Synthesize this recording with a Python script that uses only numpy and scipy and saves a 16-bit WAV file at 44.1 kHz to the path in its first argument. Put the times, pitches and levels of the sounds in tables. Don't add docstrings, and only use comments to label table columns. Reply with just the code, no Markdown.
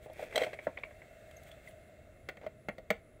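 import sys
import numpy as np
from scipy import signal
from scipy.fft import rfft, irfft
from scipy.io import wavfile
from scipy.ndimage import uniform_filter1d

SR = 44100
rng = np.random.default_rng(int(sys.argv[2]) if len(sys.argv) > 2 else 0)


def transcribe(u):
    v = np.clip(np.atleast_2d(u).T, -1, 1)
    q = np.round(v * 32767).astype(np.int16)
    wavfile.write(sys.argv[1], SR, q)


N = 141120

# frequency in Hz, relative level in dB, T60 in seconds.
WALL_MODES = [(1120, -10, 0.06), (1316, -3.5, 0.026), (1458, -6.5, .05), (1740, -8, 0.031),
              (1919, -2, 0.059), (2152, 4, 0.025), (2680, -5, 0.052)]
RING_S, LEVEL_WINDOW_S = 0.3, 0.01
BODY_T60_S = 0.078


def slat_clatter():
    # start in seconds, then body, wall and edge levels in dB.
    landings = [(0.06, -45, -66, -89), (.098, -45, -76, -71), (0.1933, -40.5, -53.5, -70),
                (.224, -35.5, -57, -65), (.236, -73, -50.5, -74), (.325, -67, -46.5, -65),
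                (0.347, -38, -66, -69), (0.3564, -28.5, -33.5, -34), (0.3764, -27.5, -35, -36.5),
                (0.39, -36, -45, -73), (.406, -39.5, -44.5, -53), (.415, -27.5, -45.5, -48),
                (0.4207, -40.5, -38, -47), (.433, -48, -35.5, -44.5), (.443, -38, -43.5, -52.5),
                (.466, -36, -51, -60.5), (.530, -42.5, -46, -58), (.538, -46.5, -51, -60.5)]
    # frequency in Hz, relative density in dB.
    wall_spectrum = [(600, 7), (1000, -11), (1500, 5.5), (1800, -1), (2120, 15.5), (2400, 2.5), (2700, 4),
                     (2870, -35), (3300, -30), (5000, -42)]
    edge_spectrum = [(2000, -19), (2850, -1.5), (3200, 10), (3650, -4.5), (4150, -0.5), (5200, -12.5),
                     (6200, -8.5), (7000, -19), (7750, -4.5), (8700, -10), (9700, -23), (13000, -15.5),
                     (16000, -19)]
    # frequency in Hz, relative level in dB, T60 in seconds.
    edge_modes = [(3296, 2, 0.023), (3960, 4, 0.016)]
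    wall_rise_s, edge_rise_s = 0.0013, 0.0028
    out = np.zeros(N)
    for at, body_db, wall_db, edge_db in landings:
        walls = dense_modes(wall_spectrum, wall_rise_s, t60_s=0.04)
        walls += undb(-12) * ring(WALL_MODES, wall_rise_s)
        edge = dense_modes(edge_spectrum, edge_rise_s, t60_s=0.032)
        edge += undb(-6.5) * ring(edge_modes, edge_rise_s)
        add(out, at, undb(body_db) * hollow_body() + undb(wall_db) * walls + undb(edge_db) * edge)
    return out


def hollow_body():
    # frequency in Hz, relative level in dB, T60 in seconds.
    modes = [(510, -46, 0.18), (653, -6, 0.14), (626, 2.5, 0.15), (788, 0.5, 0.014)]
    # frequency in Hz, relative density in dB.
    spectrum = [(200, -12.5), (380, -9.5), (520, 3.5), (640, 3.5), (800, -5), (1000, -20), (1600, -34)]
    rise_s = 0.0012
    note = undb(-6) * ring(modes, rise_s)
    return unit_energy(note + undb(-5) * dense_modes(spectrum, rise_s, BODY_T60_S))


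def slat_rocking():
    # start in seconds, body level in dB, wall level in dB, wall pitch as a ratio.
    contacts = [(.588, -50, -45, 1.05), (0.6681, -28.5, -42.5, 0.81), (.772, -76, -41.5, 1.04),
                (.785, -48.5, -61, 1.7), (.834, -55, -41, 1.08), (.908, -55, -58.5, .9),
                (1.017, -58.5, -53.5, 0.97)]
    # frequency in Hz, relative density in dB.
    wall_spectrum = [(500, 1.5), (1000, -4.5), (1500, -7.5), (1850, 2.5), (2120, 4.5), (2750, -10),
                     (4300, -26), (5200, -40)]
    body_spectrum = [(120, 10), (600, 1), (1000, 2), (1900, -15), (3000, -26)]
    rise_s, note_hz, clink_hz = 0.0022, 605, 2083
    t = np.arange(int(RING_S * SR)) / SR
    note = unit_energy(envelope(rise_s=0.006, t60_s=0.013) * np.sin(2 * np.pi * note_hz * t))
    out = np.zeros(N)
    for at, body_db, wall_db, pitch in contacts:
        body = note + undb(-10.5) * dense_modes(body_spectrum, rise_s, BODY_T60_S)
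        walls = dense_modes([(hz * pitch, db) for hz, db in wall_spectrum], rise_s, t60_s=0.038)
        clink = undb(-3.5) * ring([(clink_hz * pitch, 0, 0.0098)], rise_s)
        add(out, at, undb(body_db) * body + undb(wall_db) * (walls + clink))
    return out


def slat_scrape():
    # time in seconds, level in dB.
    levels = [(0, -73), (.11, -66), (.17, -54.5), (.23, -49.5), (.29, -56.5), (.345, -48.5), (.40, -42),
              (.445, -45), (.49, -53.5), (.57, -61.5), (1.1, -75), (1.2, -87)]
    # frequency in Hz, relative density in dB.
    spectrum = [(280, -13), (480, 0), (633, -3), (1040, -23), (1900, -9), (2200, -5.5), (2710, -13),
                (2910, -25), (3400, -16), (3900, -26.5), (5290, -29), (8420, -30), (15500, -38)]
    slips_per_s, spread_db = 6000, 3
    slipping = rng.random(N) < slips_per_s / SR
    slips = slipping * rng.standard_normal(N) * undb(spread_db * rng.standard_normal(N))
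    return unit_rms(colour(slips, spectrum)) * gain_curve(levels)


def riveter_knocks():
    # start in seconds, then thump, main note, body, ring and crack levels in dB.
    knocks = [(2.287, -56.5, -44.5, -45.5, -40, -49), (2.369, -59, -62, -56.5, -53, -64.5),
              (2.413, -61, -68, -60, -59, -72), (2.4635, -52, -35.5, -43, -48, -60.5),
              (2.685, -39, -57, -45, -35.5, -53), (2.781, -55.5, -55, -45, -56.5, -61.5),
              (2.9032, -32, -30, -33, -29.5, -38.5)]
    # frequency in Hz, relative level in dB, T60 in seconds.
    floor_modes = [(160, -10, 0.08), (199, 1, 0.081), (470, -4, 0.095), (742, 0, 0.037)]
    # frequency in Hz, relative density in dB.
    ring_spectrum = [(250, -1.5), (420, 1.5), (730, 9), (950, -17.5), (1300, 0.5), (1650, -6.5),
                     (2080, 8.5), (2400, -4.5), (2750, -18), (5000, -42)]
    crack_spectrum = [(2000, -13), (2850, -5), (3200, 7.5), (3700, -3.5), (4300, -0.5), (5300, -16),
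                      (6200, -10), (8300, -13.5), (10000, -23.5), (12500, -23), (15500, -10)]
    note_hz, note_t60_s = 624, 0.038
    rise_s, rebound_s, rebound_db = 0.0011, 0.0055, -6
    out = np.zeros(N)
    for at, thump_db, note_db, body_db, ring_db, crack_db in knocks:
        note = undb(note_db) * ring([(note_hz, 0, note_t60_s)], rise_s=0.005)
        thump = undb(thump_db) * ring(floor_modes, rise_s=0.0026)
        add(out, at, thump + note + undb(body_db) * hollow_body())
        for delay_s, gain in ((0, 1), (rebound_s, undb(rebound_db))):
            metal = dense_modes(ring_spectrum, rise_s, t60_s=0.042)
            metal += undb(-6) * ring(WALL_MODES, rise_s)
            add(out, at + delay_s, gain * undb(ring_db) * metal)
        add(out, at, undb(crack_db) * dense_modes(crack_spectrum, rise_s, t60_s=0.036))
    return out


def handling():
    # start in seconds, level in dB, brightness in dB.
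    ticks = [(0.131, -64.5, 11), (1.310, -60.5, -3), (1.432, -63, 11), (1.514, -58.5, -4), (1.708, -66, -7)]
    # start in seconds, frequency in Hz, level in dB.
    pings = [(1.364, 6390, -58.5), (1.364, 12300, -68), (1.512, 3410, -58.5), (1.672, 2020, -50.5),
             (1.686, 10260, -65)]
    out = np.zeros(N)
    for at, db, bright_db in ticks:
        spectrum = [(1500, 16), (3400, 14.5), (5000, 5 + bright_db / 2), (15000, 2 + bright_db)]
        add(out, at, undb(db) * dense_modes(spectrum, rise_s=0.0028, t60_s=0.018))
    for at, hz, db in pings:
        peak = [(hz * 0.9, -35), (hz * 0.98, -6), (hz, 0), (hz * 1.02, -6), (hz * 1.1, -35)]
        add(out, at, undb(db) * dense_modes(peak, rise_s=0.0024, t60_s=0.06))
    return out


def rubs():
    # midpoint in seconds, length in seconds, level in dB.
    finger_strokes = [(0.043, 0.034, -61.5), (0.219, 0.064, -58.5), (0.642, 0.037, -60.5),
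                      (1.482, 0.026, -59), (1.678, 0.057, -63)]
    tip_strokes = [(2.443, 0.03, -51.5)]
    # frequency in Hz, relative density in dB.
    finger_spectrum = [(1200, 9.5), (2100, 18.5), (2850, 5.5), (3350, 12.5), (5200, -4), (8200, 5),
                       (11000, -4), (15300, 3)]
    tip_spectrum = [(200, -7), (650, 3.5), (1000, -10), (2100, -14), (7000, -38)]
    return friction(finger_spectrum, finger_strokes) + friction(tip_spectrum, tip_strokes)


def friction(spectrum, strokes):
    grit_db, step_samples = 2, 90
    t = np.arange(N) / SR
    noise = rng.standard_normal(N)
    steps = np.repeat(rng.standard_normal(N // step_samples + 1), step_samples)[:N]
    swells = sum(undb(db) * np.exp(-2 * ((t - at) / length) ** 2) for at, length, db in strokes)
    return unit_rms(colour(noise * undb(grit_db * steps), spectrum)) * swells


def room(x):
    tail = 0
    for low_hz, high_hz, t60_s, db in ((100, 2800, 0.18, -14.5), (3500, 16000, 0.2, -20)):
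        decay = envelope(rise_s=0.0099, t60_s=t60_s)
        reflections = colour(rng.standard_normal(len(decay)), [(low_hz, 0), (high_hz, 0)])
        tail += undb(db) * reflections * decay / np.linalg.norm(decay)
    return x + signal.fftconvolve(x, tail)[:N]


def outdoor_air():
    # frequency in Hz, relative density in dB.
    spectrum = [(15, -51), (25, -6.5), (75, -2.5), (119, -4.5), (183, -12.5), (523, -14), (614, -11),
                (871, -35.5), (1490, -26.5), (1660, -76), (2060, -27), (2920, -57), (9550, -53),
                (10400, -43), (11200, -48), (15500, -68)]
    # centre in Hz, width in Hz, level in dB before the swell.
    resonances = [(633, 102, -61), (2120, 93, -75), (2704, 46, -82)]
    # time in seconds, gain in dB.
    swell = [(0, -2.5), (1.0, 2.5), (1.4, 4), (2.2, -2.5), (2.7, -7), (3.2, -8)]
    rush = undb(-59) * unit_rms(colour(rng.standard_normal(N), spectrum))
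    bands = sum(undb(db) * narrow_noise(hz, width_hz) for hz, width_hz, db in resonances)
    return rush + gain_curve(swell) * bands


def hiss():
    # frequency in Hz, relative density in dB.
    spectrum = [(900, -25), (1290, 4), (2150, 8.5), (2330, -3), (2660, 4.5), (2860, -5.5), (3710, -3),
                (5240, -14), (7680, -6), (10600, -16), (15500, -12)]
    # time in seconds, level in dB.
    levels = [(0, -71), (.7, -68), (1.45, -64), (1.8, -68), (2.2, -71), (3.2, -74)]
    return gain_curve(levels) * unit_rms(colour(rng.standard_normal(N), spectrum))


def trill():
    period_s, length_s, swell_s, louder_from_s = 0.429, 0.22, 0.063, 1.67
    since = np.arange(N) / SR - louder_from_s
    age = since % period_s
    pulses = (age < length_s) * (1 - np.exp(-age / swell_s))
    gate = uniform_filter1d(np.where(since > 0, 1, undb(-2)) * pulses, size=500)
    return undb(-81) * gate * narrow_noise(hz=10450, width_hz=440)


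def ring(modes, rise_s, detune=0.003, scatter_db=1.0):
    t = np.arange(int(RING_S * SR)) / SR
    out = np.zeros(len(t))
    for hz, db, t60_s in modes:
        level_draw, pitch_draw, phase = rng.standard_normal(3)
        tone = np.sin(2 * np.pi * (hz * (1 + detune * pitch_draw) * t + phase))
        out += undb(db + scatter_db * level_draw) * envelope(rise_s, t60_s) * tone
    return unit_energy(out)


def dense_modes(spectrum, rise_s, t60_s):
    decay = envelope(rise_s, t60_s)
    return unit_energy(decay * colour(rng.standard_normal(len(decay)), spectrum))


def envelope(rise_s, t60_s):
    t = np.arange(int(RING_S * SR)) / SR
    return (1 - np.exp(-(t / rise_s) ** 2)) * np.exp(-np.log(1000) * t / t60_s)


def narrow_noise(hz, width_hz):
    f = np.fft.rfftfreq(N, 1 / SR)
    return unit_rms(irfft(rfft(rng.standard_normal(N)) / (1 + ((f - hz) / width_hz * 2) ** 2), N))


def colour(x, spectrum):
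    hz, db = np.array(sorted(spectrum), float).T
    f = np.maximum(np.fft.rfftfreq(len(x), 1 / SR), 1)
    skirts = np.minimum(f / hz[0], 1) ** 2 * np.minimum(hz[-1] / f, 1) ** 2
    return irfft(rfft(x) * skirts * undb(np.interp(np.log(f), np.log(hz), db)), len(x))


def gain_curve(points):
    return undb(np.interp(np.arange(N) / SR, *np.array(points).T))


def undb(db):
    return 10 ** (np.asarray(db) / 20)


def unit_rms(x):
    return x / np.sqrt(np.mean(x ** 2) + 1e-30)


def unit_energy(x):
    return x / np.sqrt(np.sum(x ** 2) / (LEVEL_WINDOW_S * SR))


def add(out, at_s, x):
    start = max(int(at_s * SR), 0)
    out[start:start + len(x)] += x[:max(N - start, 0)]


def scene():
    contacts = slat_clatter() + slat_rocking() + riveter_knocks() + handling() + slat_scrape() + rubs()
    return (room(contacts) + outdoor_air() + hiss() + trill())[None]


def record(dry):
    cutoff_hz = 15700
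    return signal.sosfilt(signal.ellip(10, 0.2, 70, cutoff_hz, fs=SR, output="sos"), dry)


dry = scene()
out = record(dry)
transcribe(out)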